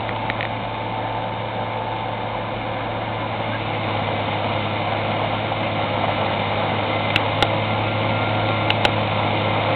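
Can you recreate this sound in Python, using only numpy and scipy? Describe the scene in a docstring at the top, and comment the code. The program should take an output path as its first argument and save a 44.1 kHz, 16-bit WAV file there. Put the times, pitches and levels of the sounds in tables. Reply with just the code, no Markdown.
"""Wheel loader blowing snow

A wheel loader with a snow blower creeps nearer along a rock cut. Its six-cylinder diesel is heard as tones
locked to its engine cycle; it runs light, then sags and growls as the auger bites into the bank.
Gears whine as fluttering tones, and the impeller roars as pulsing, filtered noise. Ice knocks in the chute as
short noise bursts. Flecks ring a small camera right at its microphone, the hardest ones overloading it."""
import sys
import numpy as np
from scipy import signal
from scipy.fft import rfft, irfft, next_fast_len
from scipy.io import wavfile
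from scipy.ndimage import uniform_filter1d, minimum_filter1d

SR = 44100
rng = np.random.default_rng(int(sys.argv[2]) if len(sys.argv) > 2 else 0)


def transcribe(signal):
    """Save signal, clipped to [-1, 1], as a 16-bit WAV file at the path in sys.argv[1]."""
    frames = np.atleast_2d(signal).T
    limited = np.clip(frames, -1, 1)
    pcm = np.round(limited * 32767).astype(np.int16)
    wavfile.write(sys.argv[1], SR, pcm)


N = 429975
TIME = np.arange(N) / SR  # seconds
CYLINDERS = 6  # each fires once per engine cycle

# Bright clatter of the engine block and the machine's panels: (frequency [Hz], relative level per Hz [dB])
CLATTER_SPECTRUM = [(1500, -29), (1930, -12.5), (2060, 2.5), (2350, 1), (2690, -7.5), (2830, -1.5),
                    (3100, -4), (3380, -7.5), (3620, -1), (3850, -8.5), (4020, -15), (4500, -26)]
# The chute's dull knock: (frequency [Hz], relative level per Hz [dB])
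CHUTE_SPECTRUM = [(400, -23.5), (560, -1), (800, 3.5), (1000, -3), (1250, -25.5)]


def gain_of(db):
    """Turns decibels into an amplitude factor."""
    return 10 ** (np.asarray(db) / 20)


def evened(x):
    """Scales a sound to an average (rms) strength of 1."""
    return x / np.sqrt(np.mean(x ** 2) + 1e-20)


def follow(rows):
    """Draws straight lines between the rows of (time [s], ...): one curve over the scene per column."""
    times, *columns = np.transpose(rows)
    return [np.interp(TIME, times, column) for column in columns]


def drift(rate_hz):
    """Makes a slow random curve of rms 1, with wiggles up to about rate_hz."""
    points, points_per_s = 4096, 400
    hz = np.fft.rfftfreq(points, 1 / points_per_s)
    slow = irfft(rfft(rng.standard_normal(points)) / (1 + (hz / rate_hz) ** 2))
    return evened(np.interp(TIME, np.arange(points) / points_per_s, slow))


def coloured(x, spectrum):
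    """Filters x by a spectrum of (frequency [Hz], level [dB]) points and scales it to rms 1."""
    hz, db = np.transpose(spectrum)
    length = next_fast_len(N)
    log_hz = np.log(np.fft.rfftfreq(length, 1 / SR) + 1)  # +1 avoids the log of zero
    shape = gain_of(np.interp(log_hz, np.log(hz), db, left=-80, right=-80))
    return evened(irfft(rfft(x, length) * shape, length)[:N])


def tone(turns, flutter, rate_hz):
    """A tone of about rms 1; shifting paths along the rock make part of it flutter in level and phase."""
    angle = 2 * np.pi * (turns + rng.random())
    steady = np.sqrt(2 * (1 - flutter ** 2))
    in_step = (steady + flutter * drift(rate_hz)) * np.cos(angle)
    quarter_turn_off = flutter * drift(rate_hz) * np.sin(angle)
    return in_step + quarter_turn_off


def burst(spectrum, t60):
    """A puff of noise fading 60 dB in t60 seconds, filtered by (frequency [Hz], level [dB]), peak 1."""
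    t = np.arange(4096) / SR
    hz, db = np.transpose(spectrum)
    shape = gain_of(np.interp(np.fft.rfftfreq(len(t), 1 / SR), hz, db, left=-50, right=-50))
    # The shape is squared because the minimum-phase step, which makes it start at once, takes a root
    impulse = np.fft.fftshift(irfft(shape ** 2))[1793:2304] * np.hanning(511)
    taps = signal.minimum_phase(impulse, n_fft=8192)
    fading_noise = rng.standard_normal(len(t)) * gain_of(-60 * t / t60)
    puff = signal.lfilter(taps, 1, fading_noise)
    return puff / abs(puff).max()


def ring(modes, weights=1):
    """A struck body sounds several fading tones, neighbours in opposite phase, together peak 1."""
    t = np.arange(4096) / SR
    hz, db, t60 = np.transpose(modes)[:, :, None]
    signs = (-1) ** np.arange(len(modes))
    weights = np.reshape(weights * signs, (-1, 1))
    fading = gain_of(db - 60 * t / t60)
    sound = (weights * fading * np.sin(2 * np.pi * hz * t)).sum(0)
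    return sound / abs(sound).max()


def add(mix, start_s, sound):
    """Mixes a sound in at a start time, cut off at the scene's end."""
    part = mix[round(start_s * SR):][:len(sound)]
    part += sound[:len(part)]


def exhaust(cycles, load, near_db):
    """Regular firing makes a strong note, and other multiples of the engine cycle swell or fade with load."""
    # Firing note: (time [s], level [dB])
    note_level = [(0.0, -33.5), (2.6, -34), (3.9, -30), (5.6, -30), (6.5, -31), (7.5, -28), (8.5, -25.5),
                  (9.2, -27.5), (9.75, -28)]
    # Engine tones: (multiple of the engine cycle, level running light [dB], level under load [dB]),
    # both levels before the gain from coming nearer
    engine_orders = [(8, -55, -43), (9, -52, -41.5), (10, -45.5, -52), (12, -51.5, -39.5),
                     (14, -55.5, -43.5), (18, -49, -42), (20, -63.5, -49.5), (24, -58.5, -52),
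                     (26, -49, -44), (28, -38, -47.5), (30, -51, -36), (32, -42.5, -41), (34, -48, -45),
                     (36, -54.5, -47.5), (38, -47, -43.5)]
    note_db, = follow(note_level)
    note_gain = gain_of(note_db + 0.29 * drift(rate_hz=2.7))
    sound = note_gain * tone(CYLINDERS * cycles, flutter=0.051, rate_hz=24)
    for multiple, light_db, loaded_db in engine_orders:
        level_db = light_db + (loaded_db - light_db) * load + near_db
        sound += gain_of(level_db) * tone(round(multiple) * cycles, flutter=0.36, rate_hz=4)
    return sound


def puffs(cycles, depth, uneven_db):
    """Noise that surges at each firing and dies down until the next; firings differ in strength."""
    firings = CYLINDERS * cycles
    strength = gain_of(uneven_db * rng.standard_normal(2048))[firings.astype(int)]
    surge = evened(np.exp(-(firings % 1) / 0.4))
    return (1 - depth + depth * surge * strength) * rng.standard_normal(N)


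def lumps(per_s, spread_db):
    """Lumps of snow hit steel as single clicks at random times: many small, a few large."""
    size = gain_of(spread_db * np.minimum(rng.exponential(1, N), 4))
    hits = rng.random(N) < per_s / SR
    return evened(size * rng.choice([-1, 1], N) * hits)


def effort(load, sag_hz, light_db, load_db, db_per_hz):
    """Gain of a noise that changes with load and grows as the engine slows."""
    return gain_of(light_db + load_db * load + db_per_hz * sag_hz)


def machine_noise(cycles, load, sag_hz):
    """Exhaust puffs rumble, air and snow rush through the housing, and combustion knocks in the block."""
    # Spectra of the rumble and of the housing's roar, light and loaded:
    # (frequency [Hz], relative level per Hz [dB])
    rumble_spectrum = [(20, -33), (33, -17), (45, -5), (60, -12), (85, 0), (125, -2.5), (180, 0), (290, 2),
                       (340, -1.5), (400, -6.5), (520, -27.5), (900, -51)]
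    light_spectrum = [(330, -33.5), (420, -14), (490, -3), (640, -6.5), (750, -1.5), (930, -3.5),
                      (1080, -11), (1400, -15), (1750, -13.5), (1930, -26), (2600, -28)]
    loaded_spectrum = [(330, -28.5), (420, -15), (490, -4.5), (660, 0), (860, 0), (1000, -6.5), (1150, -7),
                       (1400, -11.5), (1750, -16.5), (1930, -14.5), (2600, -35)]

    rumble = coloured(puffs(cycles, depth=0.22, uneven_db=2.5), rumble_spectrum)
    rumble *= gain_of(0.5 * drift(rate_hz=2.3))

    rush = evened(puffs(cycles, depth=0.21, uneven_db=2.5)) + 0.47 * lumps(per_s=250, spread_db=2.0)
    rush *= gain_of(0.6 * drift(rate_hz=8))  # snow feeds in unevenly
    light_share, loaded_share = np.sqrt(1 - load), np.sqrt(load)
    roar = light_share * coloured(rush, light_spectrum) + loaded_share * coloured(rush, loaded_spectrum)
    roar /= light_share + loaded_share

    knock = evened(puffs(cycles, depth=0.19, uneven_db=2.5)) + 0.45 * lumps(per_s=350, spread_db=2.6)
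    clatter = coloured(knock, CLATTER_SPECTRUM)

    rumble *= effort(load, sag_hz, light_db=-37, load_db=1.6, db_per_hz=0.092)
    roar *= effort(load, sag_hz, light_db=-29.5, load_db=-0.62, db_per_hz=0.48)
    clatter *= effort(load, sag_hz, light_db=-38, load_db=3.68, db_per_hz=0.3)
    return rumble + roar + clatter


def gears(cycles, load, near_db, sag_hz):
    """Passing impeller blades and meshing gear teeth make tones that follow the engine speed."""
    # Timing gears, singing most clearly while the engine runs light: (time [s], level [dB])
    timing_level = [(0, -35.5), (1, -34), (1.8, -35), (2.8, -43), (4, -49.5), (9.75, -40.5)]
    # Impeller blades and gear meshes: (multiple of the engine cycle)
    mesh_ratios = [2.33, 11.3, 41.3, 55.2, 59.85, 77.5, 118.6, 144.5]
    # One row for each of them: (level running light [dB], level under load [dB], flutter [0-1]),
    # both levels before the gains from coming nearer and from engine sag
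    mesh_levels = [(-47.5, -49.5, 0.4), (-49, -48, .3), (-40, -44, .8), (-43, -45, 0.8), (-55, -40.5, 0.4),
                   (-62, -39.5, .6), (-52.5, -42, .8), (-61.5, -46, .9)]
    timing_teeth = 48
    timing_db, = follow(timing_level)
    timing = gain_of(timing_db) * tone(timing_teeth * cycles, flutter=0.54, rate_hz=2.1)
    meshes = np.zeros(N)
    for ratio, (light_db, loaded_db, flutter) in zip(mesh_ratios, mesh_levels):
        level_db = light_db + (loaded_db - light_db) * load
        meshes += gain_of(level_db) * tone(ratio * cycles, flutter, rate_hz=5.5)
    # The meshes sing less as the engine sags: -0.43 dB per Hz of firing rate
    return timing + gain_of(near_db - 0.43 * sag_hz) * meshes


def flecks(focus_octaves, splat_db):
    """A fleck rings the camera's shell around one pitch, set by where it lands; wet ones thud and splat too."""
    # Flecks: (time [s], level [dB], strongest ring [Hz], thud and splat relative to the ring [dB])
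    strikes = [(0.092, -15, 2060, -4), (0.2999, -9.5, 2080, -3.5), (0.4082, -11, 2070, -8),
               (0.4285, -12, 2100, -18), (.4520, -14.5, 2050, -6.5), (7.16, 6.5, 2600, -6.5),
               (7.4247, 4.5, 3098, 2.5), (8.704, 1, 2742, -10), (8.851, 6.5, 2700, -1)]
    # The shell's tones: (frequency [Hz], relative level [dB], time to fade 60 dB [s])
    shell_modes = [(1830, -5.5, 0.012), (2310, -2, 0.006), (2626, -9.5, 0.015), (2884, -3.5, 0.0086),
                   (3530, -3.5, 0.018), (3885, -0.5, 0.015)]
    # The heavier frame, shaken by wet flecks: (frequency [Hz], relative level [dB], time to fade 60 dB [s])
    frame_modes = [(56.8, -8, 0.025), (332, -2.5, 0.018), (559, -2, 0.02), (819, -0.5, 0.022),
                   (1423, 1, 0.013)]
    # Wet splat: (frequency [Hz], relative level per Hz [dB])
    splat_spectrum = [(500, 4.5), (1200, -4.5), (2400, -2.5), (3800, -1), (4300, -27.5)]
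    out = np.zeros(N)
    mode_hz = np.transpose(shell_modes)[0]
    for start_s, level_db, ring_hz, wet_db in strikes:
        octaves_away = np.log2(mode_hz / ring_hz)
        focus = 1 / (1 + (octaves_away / focus_octaves) ** 2)
        wet = ring(frame_modes) + gain_of(splat_db) * burst(splat_spectrum, t60=0.022)
        add(out, start_s, gain_of(level_db) * (ring(shell_modes, focus) + gain_of(wet_db) * wet))
    return out


def ice():
    """Each large chunk gives the chute a dull knock and the machine's panels a bright tick."""
    # Largest chunks of ice: (time [s], knock level [dB], bright tick level [dB])
    chunks = [(5.216, -14, -33), (5.331, -12.5, -32), (5.518, -9, -35), (5.975, -13.5, -26),
              (6.010, -13, -33), (6.038, -10, -33), (6.262, -12.5, -22), (6.311, -14.5, -24),
              (7.103, -16, -14.5), (8.488, -19, -18.5)]
    out = np.zeros(N)
    for start_s, knock_db, tick_db in chunks:
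        knock = gain_of(knock_db) * burst(CHUTE_SPECTRUM, t60=0.023)
        tick = gain_of(tick_db) * burst(CLATTER_SPECTRUM, t60=0.022)
        add(out, start_s, knock + tick)
    return out


def chips(load):
    """Small chunks knock and tick at random times, more often as the auger bites deeper."""
    per_s_full_load, spread_db = 8, 0.5
    hits = rng.random(N) < per_s_full_load * load / SR
    strikes = hits * gain_of(spread_db * rng.standard_normal(N))
    knock = gain_of(-20) * burst(CHUTE_SPECTRUM, t60=0.031)
    tick = gain_of(-26.5) * burst(CLATTER_SPECTRUM, t60=0.022)
    return signal.oaconvolve(strikes, knock + tick)[:N]


def squeak():
    """Steel rubs for an instant: a rising tone that swells and fades in one arch."""
    start_s, length_s, level_db = 3.515, 0.058, -30
    start_hz, rise_hz_per_s = 1560, 1700
    t = np.clip(TIME - start_s, 0, length_s)
    turns = np.cumsum(start_hz + rise_hz_per_s * t) / SR
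    arch = np.sin(np.pi * t / length_s)
    return gain_of(level_db) * arch * tone(turns, flutter=0.79, rate_hz=54)


def low_pass(x, hz):
    """Steeply removes everything above hz."""
    taps = signal.firwin(401, hz, window=("kaiser", 8), fs=SR)
    return signal.oaconvolve(x, taps[None], "same")


def limited(x, ceiling, share):
    """A fast limiter takes away a share of any excess over the ceiling, counted in dB."""
    highest_nearby = -minimum_filter1d(-abs(x), size=25)
    peak = uniform_filter1d(highest_nearby, size=25)
    return x / np.maximum(peak / ceiling, 1) ** share


def scene():
    """One engine speed drives the tones and pulsing noise, most of which grow louder as the machine nears."""
    # The diesel sags in heavy snow and partly recovers: (time [s], firing rate [Hz])
    speed = [(0.0, 110.2), (1.1, 110.7), (2.4, 110.5), (3.55, 109.1), (4.1, 104.3), (4.6, 104.5),
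             (5.2, 105.9), (5.55, 107.4), (5.95, 104.4), (6.5, 103.4), (7.0, 104.7), (7.7, 106.9),
             (8.45, 107.4), (8.6, 106.5), (8.82, 107.3), (9.1, 105.4), (9.75, 105.2)]
    # How deep the auger is in the bank: (time [s], load [0-1])
    auger_load = [(0, 0.52), (1.2, 0), (3.0, 0.1), (3.6, .7), (4.3, 0.85), (9.75, 1)]
    free_hz = 110.6  # firing rate with no snow to throw
    start_m, creep_m_per_s = 48, 1.68
    firing_hz, = follow(speed)
    load, = follow(auger_load)
    cycles = np.cumsum(firing_hz) / SR / CYLINDERS
    sag_hz = free_hz - firing_hz
    near_db = -20 * np.log10(1 - creep_m_per_s * TIME / start_m)  # halving the distance adds 6 dB

    tones = exhaust(cycles, load, near_db) + gears(cycles, load, near_db, sag_hz)
    noise = gain_of(near_db) * machine_noise(cycles, load, sag_hz)
    knocks = ice() + chips(load) + squeak()
    return (tones + noise + knocks + flecks(focus_octaves=0.19, splat_db=-2.5))[None]


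def record(dry):
    """A narrow-band microphone with a fast limiter; peaks that get past it flatten and fizz above the band."""
    band_hz, edge_hz, flat_level = 4420, 16400, 0.72
    narrow = limited(low_pass(dry, band_hz), ceiling=0.63, share=0.73)
    clipped = narrow / (1 + (narrow / flat_level) ** 24) ** (1 / 24)
    return low_pass(clipped, edge_hz)


dry = scene()
out = record(dry)
transcribe(out)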